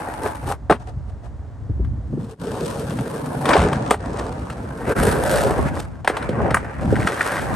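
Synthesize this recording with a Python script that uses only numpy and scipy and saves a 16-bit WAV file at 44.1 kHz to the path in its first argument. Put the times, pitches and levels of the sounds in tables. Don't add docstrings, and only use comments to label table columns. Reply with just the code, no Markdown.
import sys
import numpy as np
from scipy import signal
from scipy.fft import rfft, irfft, next_fast_len
from scipy.io import wavfile

SR = 44100
rng = np.random.default_rng(int(sys.argv[2]) if len(sys.argv) > 2 else 0)


def put_to_file(sound):
    columns = np.atleast_2d(sound).T
    safe = np.clip(columns, -1, 1)
    whole_steps = np.round(safe * 32767)
    wavfile.write(sys.argv[1], SR, whole_steps.astype(np.int16))


N = 332955
TIME = np.arange(N) / SR

# (frequency [Hz], level [dB], t60 [s])
BOARD_MODES = [(426, -6.5, 0.12), (774, -3.5, 0.023), (1079, -8.5, 0.061), (1570, -0.5, 0.035),
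               (1874, 4, 0.019)]


def from_db(db):
    return 10 ** (np.asarray(db) / 20)


def rms_one(x):
    return x / np.sqrt(np.mean(x ** 2) + 1e-20)


def in_time(rows):
    s, *columns = np.transpose(rows)
    return [np.interp(TIME, s, column) for column in columns]


def band(x, low_hz, high_hz, order=3):
    edges_hz = [low_hz, min(high_hz, .45 * SR)]
    return signal.sosfilt(signal.butter(order, edges_hz, "band", fs=SR, output="sos"), x)


def colour(x, spectrum):
    size = 8192
    hz, db = np.transpose(spectrum)
    grid_hz = np.linspace(1, SR / 2, size // 2 + 1)
    gain = from_db(np.interp(np.log(grid_hz), np.log(hz), db))
    cepstrum = irfft(np.log(gain))
    response = irfft(np.exp(rfft(2 * cepstrum[:size // 2], size) - cepstrum[0]))
    return signal.fftconvolve(x, response)[:len(x)]


def drift(rate_hz):
    slow = signal.butter(2, rate_hz, fs=SR, output="sos")
    return rms_one(signal.sosfilt(slow, rng.standard_normal(N)))


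def swell(s, rise_s, fall_s):
    away = np.maximum((s - TIME) / rise_s, (TIME - s) / fall_s)
    return np.exp(-np.minimum(away, 10) ** 1.68)


def power(levels_db, envelope):
    return np.outer(from_db(levels_db) ** 2, envelope ** 2)


def wheel_gains(scrub_db):
    # (start [s], end [s], roar at start [dB], roar at end [dB], whirr against roar [dB],
    # grit against roar [dB], low thrum [dB])
    stretches = [(-0.05, 0.437, -28, -37, -8.5, -15.5, -45), (2.402, 3.525, -38, -28.5, -11, -14, -29.5),
                 (3.62, 3.906, -27.5, -26.5, -11.5, -19.5, -26.5),
                 (4.058, 4.934, -31.5, -37, -10.5, -18, -34.5),
                 (4.965, 5.666, -23.5, -26.5, -9.5, -18.5, -33), (5.735, 6.002, -33.5, -50, -7.5, -18, -59),
                 (6.17, 6.833, -31.5, -37, -4, -19, -55), (6.868, 7.598, -31, -27.5, -8.5, -17, -38)]
    # (time [s], rise [s], fall [s], roar [dB], whirr [dB], grit [dB])
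    scrubs = [(0.255, 0.033, 0.065, -23, -35, -39.5), (0.51, 0.056, 0.028, -26.5, -34, -36),
              (2.7, 0.3, 0.29, -27, -42, -40.5), (3.515, 0.057, 0.053, -16.5, -26, -34),
              (3.571, 0.032, 0.11, -17, -23, -34.5), (4.19, 0.049, 0.077, -28, -38.5, -43.5),
              (4.893, 0.045, 0.13, -21.5, -27.5, -52), (5.076, 0.16, 0.085, -22, -27, -29.5),
              (5.359, 0.14, 0.11, -17, -26, -28.5), (5.687, 0.027, 0.012, -43, -27.5, -40.5),
              (5.778, 0.027, 0.045, -29.5, -38, -40), (6.472, 0.12, 0.068, -21.5, -36.5, -71),
              (7.27, 0.26, 0.24, -52, -29, -36.5)]
    # (time [s], level before colouring [dB])
    scuffs = [(0.82, -48.5), (0.889, -44), (1.092, -55), (1.254, -49), (2.21, -49)]
    # (roar [dB], whirr [dB], grit [dB])
    scuff_colour_db = (9, -3.5, -7.5)
    attack_s, release_s, scuff_half_s = 0.069, 0.017, 0.022
    total, thrum = 0, 0
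    for start, end, start_db, end_db, whirr_db, grit_db, thrum_db in stretches:
        outside = np.maximum((start - TIME) / attack_s, (TIME - end) / release_s)
        turning = np.exp(-np.clip(outside, 0, 10) ** 2)
        roar_db = np.interp(TIME, [start, end], [start_db, end_db])
        total += power([0, whirr_db, grit_db], turning * from_db(roar_db))
        thrum += (from_db(thrum_db) * turning) ** 2
    for s, rise_s, fall_s, *levels_db in scrubs:
        total += power(levels_db, from_db(scrub_db) * swell(s, rise_s, fall_s))
    scuffing = sum(from_db(db) * swell(s, scuff_half_s, scuff_half_s) for s, db in scuffs)
    total += power(scuff_colour_db, scuffing)
    return np.sqrt(total), np.sqrt(thrum)


def pebbles(per_s, spread_db):
    sizes = from_db(spread_db * np.minimum(rng.exponential(1, N), np.pi)) * rng.choice([-1, 1], N)
    return rms_one(sizes * (rng.random(N) < per_s / SR))


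def flex(x, depth, width_hz, rate_hz):
    modes = (drift(rate_hz) * band(x, hz - width_hz, hz + width_hz, order=1) for hz, _, _ in BOARD_MODES)
    return x + depth * sum(modes)


def wall_echo(x):
    delay_s = 0.007 + 0.000387 * drift(1)
    return x + from_db(-15.5) * np.interp(TIME - delay_s, TIME, x)


def crunches(per_s, length_s, depth):
    stones = (rng.random(N) < per_s / SR) * rng.random(N)
    return 1 + depth * signal.fftconvolve(stones, np.hanning(int(length_s * SR)), "same")


def resonate(x, hz, width_hz, share):
    turn = np.exp(2j * np.pi * np.cumsum(hz) / SR)
    r = np.exp(-np.pi * width_hz / SR)
    ringing = rms_one((signal.lfilter([1 - r], [1, -r], x / turn) * turn).real)
    share = np.clip(share, 0, 1)
    overlap = 2 * np.mean(x * ringing) * share * (1 - share)
    return ((1 - share) * x + share * ringing) / np.sqrt((1 - share) ** 2 + share ** 2 + overlap)


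def wheel_noise(gains):
    # (time [s], frequency [Hz], share of the roar [0-1])
    drone = [(.45, 853, 0.41), (2.4, 418, 0.58), (2.85, 472, 0.7), (3.5, 470, 0), (5.15, 455, 0.32),
             (5.385, 574, 1), (5.46, 553, 0.23)]
    # (time [s], level [dB])
    sizzle_balance = [(0.5, -1), (0.85, -18), (3.42, 0), (3.65, -26), (5.05, 0.5), (6.4, -14), (7.25, -4.5)]
    # (frequency [Hz], relative level per Hz [dB])
    roll_spectrum = [(500, 5.5), (950, 1.5), (1300, -7.5), (1850, -17.5), (2400, -19), (3200, -29),
                     (7000, -33.5), (9500, -19), (12300, -28), (13900, -51)]
    roar_gain, whirr_gain, grit_gain = gains
    deck_hz, deck_share = in_time(drone)
    sizzle_gain = from_db(in_time(sizzle_balance)[0])
    road = pebbles(per_s=4000, spread_db=4.5) * from_db(1.12 * drift(34.0))
    board = flex(colour(road, roll_spectrum), depth=0.66, width_hz=64, rate_hz=8.9)
    shaken = wall_echo(board)
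    crunch = crunches(per_s=50, length_s=0.0089, depth=1.68)
    roar = resonate(rms_one(band(shaken, 242, 1440)), deck_hz, 87, deck_share)
    rattling = rms_one(band(shaken, 1387, 3060) * np.sqrt(crunch))
    whirr = resonate(rattling, np.full(N, 1756), width_hz=370, share=0.29)
    hiss = rms_one(band(shaken, 2800, 7500))
    sizzle = rms_one(band(shaken, 7500, SR))
    grit = rms_one(crunch * (hiss + sizzle_gain * sizzle) / np.hypot(1, sizzle_gain))
    return roar * roar_gain + whirr * whirr_gain + grit * grit_gain


def off_axis(x):
    # (time [s], share [0-1])
    leftward = [(2.4, 0.44), (3.55, 0.34), (3.9, 0.12)]
    hz = np.fft.rfftfreq(N, 1 / SR)
    shaded = irfft(rfft(x) * np.interp(hz, [500, 3000, 5500, 8000], [0, 1, 1, 0]), N)
    return x + in_time(leftward)[0] * shaded * np.array([[1], [-1]])


def rumble_gains():
    # (time [s], half length [s], deep [dB], upper [dB], port difference against the swell [dB])
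    low_swells = [(0.47, 0.046, -25, -31, -14), (1.163, 1, -32.5, -47, -7),
                  (1.843, 0.16, -20.5, -32, -11.5), (2.17, 0.076, -36.5, -23, -12.5),
                  (3.605, 0.086, -21, -20, -50), (4.25, 0.46, -29, -33.5, -26),
                  (5.05, 0.14, -19.5, -19.5, -14), (5.51, 0.38, -27, -27.5, -2),
                  (6.443, 0.18, -25.5, -24.5, -5.5), (6.933, 0.13, -23.5, -21, -5),
                  (7.495, 0.13, -31, -28.5, -2.5)]
    # (deep [dB], upper [dB])
    breeze_db = (-40.5, -43.5)
    shared, apart = power(breeze_db, np.ones(N)), 0
    for s, half_s, deep_db, upper_db, apart_db in low_swells:
        low_swell = power([deep_db, upper_db], swell(s, half_s, half_s))
        shared = shared + low_swell
        apart = apart + low_swell * from_db(apart_db) ** 2
    return np.sqrt(shared), np.sqrt(apart)


def rumble(gains):
    # (frequency [Hz], relative level per Hz [dB])
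    rumble_spectrum = [(25, -25.5), (58, 6), (130, 1), (350, -8.5)]
    deep_gain, upper_gain = gains
    flutter = from_db(2.4 * drift(18.0))
    low_noise = colour(rng.standard_normal(N), rumble_spectrum) * flutter
    deep = rms_one(band(low_noise, 24, 120)) * deep_gain
    upper = rms_one(band(low_noise, 122.5, 299)) * upper_gain
    return deep + upper


def air():
    # (frequency [Hz], relative level per Hz [dB])
    air_spectrum = [(650, 1.5), (1800, -12.5), (2500, -23.5), (9300, -30.5), (11000, -42)]
    shared, left, right = (band(colour(rng.standard_normal(N), air_spectrum), 200, SR / 2, order=2)
                           for _ in range(3))
    return from_db(-49) * rms_one(shared + .5 * np.array([left, right]))


def contacts():
    # (time [s], knock [dB], knock centre [Hz], crack [dB],
    # sizzle against crack [dB], contact [s])
    slams = [(0.6975, -7.5, 630, -31, -5, 0.019), (3.505, -15.5, 1030, -38, 8, 0.026),
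             (3.532, -11.5, 1250, -17, -25, 0.0098), (3.9075, -5.5, 590, -16.5, -1, 0.0066),
             (6.0758, -8.5, 1780, -18.5, -3.5, 0.0043), (6.544, -8, 1150, -21, 19, 0.0065)]
    # (time [s], knock [dB], knock centre [Hz], crack [dB])
    knocks = [(0.26, -19.5, 680, -38), (0.523, -21.5, 890, -53), (0.709, -9.5, 227, -27),
              (0.7225, -11.5, 810, -29), (0.874, -47, 585, -61), (1.847, -42.5, 1190, -52),
              (2.905, -31, 900, -36), (2.987, -25.5, 650, -36), (3.455, -18, 900, -22.5),
              (3.4896, -12.5, 890, -20), (3.5536, -7, 514, -30), (3.5641, -11, 840, -25),
              (3.729, -17, 710, -27.5), (3.94, -19, 780, -38), (4.499, -28.5, 1120, -35.5),
              (5.586, -15, 393, -57), (5.77, -23, 676, -48), (6.046, -22.5, 790, -33.5),
              (6.0751, -12.5, 630, -31), (6.099, -15.5, 447, -38), (6.168, -18.5, 884, -27.5),
              (6.226, -29.5, 1436, -34), (6.29, -14, 267, -34.5), (6.507, -19.5, 1510, -31),
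              (6.569, -16, 1150, -36), (7.072, -12, 1270, -21), (7.208, -12.5, 1810, -29)]
    # (start [s], end [s], knock [dB], knock centre [Hz], crack [dB])
    rattles = [(3.568, 3.645, -27, 900, -28), (6.39, 6.5, -19, 530, -60), (6.956, 7.4, -26.5, 1680, -35)]
    knock_sizzle_db, knock_contact_s = -6.5, 0.0065
    shortest_gap_s, rattle_contact_s, scatter_db = 0.0069, 0.0025, 3
    rows = slams + [(*knock, knock_sizzle_db, knock_contact_s) for knock in knocks]
    for s, end, knock_db, hz, crack_db in rattles:
        while s < end:
            force_db = scatter_db * rng.standard_normal()
            rows.append((s, knock_db + force_db, hz, crack_db + force_db, knock_sizzle_db, rattle_contact_s))
            s += shortest_gap_s * (1 + rng.exponential())
    return rows


def blows(spread, overtones, attack_s, body_db, rattle_db, tail_s, reach_octaves):
    # (frequency [Hz], relative level per Hz [dB])
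    crack_spectrum = [(3300, 7), (7000, -7.5), (9200, -1), (14000, -29)]
    out, t = np.zeros(N + SR), TIME[:SR // 4]
    mode_hz, mode_db, t60 = np.transpose(BOARD_MODES)[:, :, None]
    modes = from_db(mode_db - 60 * t / t60) * np.sin(2 * np.pi * mode_hz * t)
    tail = np.exp(-(t / tail_s) ** 2)
    for s, db, hz, crack_db, sizzle_db, contact_s in contacts():
        contact = np.exp(-(t / contact_s) ** 4)

        def level(v):
            return v * np.linalg.norm(contact) / np.linalg.norm(v)

        chatter = rng.standard_normal(len(t)) * np.tanh(t / attack_s)
        body = chatter * (contact + from_db(body_db) * tail)
        knock = band(body, hz / (1 + spread), hz * (1 + spread), order=1)
        knock = band(knock, 150, min(overtones * hz, 2200), order=4)
        snap = colour(chatter * (contact + from_db(rattle_db) * tail), crack_spectrum)
        sizzle = level(band(snap, 7600, SR))
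        crack = level(band(snap, 1420, 6440, order=2)) + from_db(sizzle_db) * sizzle
        nearness = np.exp(-np.abs(np.log2(mode_hz / hz)) / reach_octaves)
        ringing = sum(nearness * rng.choice([-1, 1], mode_hz.shape) * modes)
        at = round(s * SR)
        out[at:at + len(t)] += from_db(db) * (level(knock) + ringing) + from_db(crack_db) * level(crack)
    return out[:N]


def lot(x, wet_db, t60):
    t = TIME[:SR // 4]
    scatter = rng.standard_normal((2, len(t))) * from_db(-60 * t / t60)
    scatter /= np.sqrt(np.sum(scatter ** 2, axis=1, keepdims=True))
    wet = signal.fftconvolve(x[None], scatter, axes=1)[:, :N]
    return (x + from_db(wet_db) * wet) / np.sqrt(1 + from_db(2 * wet_db))


def buffets(length_s):
    # (time [s], peak [dB], centre [Hz])
    eddies = [(0.959, -21, 104), (1.691, -14.5, 143), (1.795, -16, 220), (2.127, -13, 210),
              (2.173, -19, 264), (6.923, -2.5, 302), (7.048, -14, 160)]
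    out, t = np.zeros(N + SR), TIME[:SR // 5]
    for s, db, hz in eddies:
        burst = rng.standard_normal(len(t)) * np.exp(-(t / length_s) ** 2)
        eddy = band(burst, hz * .6, hz * 1.7)
        at = round(s * SR)
        out[at:at + len(t)] += from_db(db) * eddy / np.abs(eddy).max()
    return out[:N]


def scene():
    # (frequency [Hz], level [dB])
    scatter_spectrum = [(100, -17), (1000, -3), (4000, -4.5), (9000, -9)]
    # (time [s], half length [s])
    dip_times = [(2.371, 0.028), (4.945, 0.012)]
    wheels, thrum = wheel_gains(scrub_db=-0.5)
    far_wheels, _ = wheel_gains(scrub_db=-5.5)
    (deep, upper), (deep_apart, upper_apart) = rumble_gains()
    direct = off_axis(wheel_noise(wheels))
    direct = direct + rumble((deep, np.hypot(upper, thrum))) + buffets(length_s=0.014)
    scattered = colour(wheel_noise(far_wheels), scatter_spectrum)
    scattered += rumble((deep_apart, upper_apart + from_db(-19.5) * thrum))
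    hits = blows(spread=0.36, overtones=2.5, attack_s=0.00037, body_db=-14, rattle_db=-8.5,
                 tail_s=0.034, reach_octaves=0.96)
    dips = from_db(-25 * sum(swell(s, half_s, half_s) for s, half_s in dip_times))
    bed = direct + scattered * np.array([[1], [-1]]) + air()
    return dips * bed + off_axis(lot(hits, wet_db=-16, t60=0.1))


def record(dry):
    size = next_fast_len(N + 1000)
    hz = np.fft.rfftfreq(size, 1 / SR)
    left_lead = np.interp(hz, [0, 3500, 8500, 15600], [0, .6, 0, -4 * np.pi])
    turned = rfft(dry, size) * np.exp(1j * np.outer([.5, -.5], left_lead))
    ports = irfft(turned, size)[:, :N]
    rounded = ports / (1 + (ports / .95) ** 4) ** (1 / 4)
    top_cut = signal.ellip(10, .1, 80, 15900, fs=SR, output="sos")
    return signal.sosfilt(top_cut, rounded)


dry = scene()
out = record(dry)
put_to_file(out)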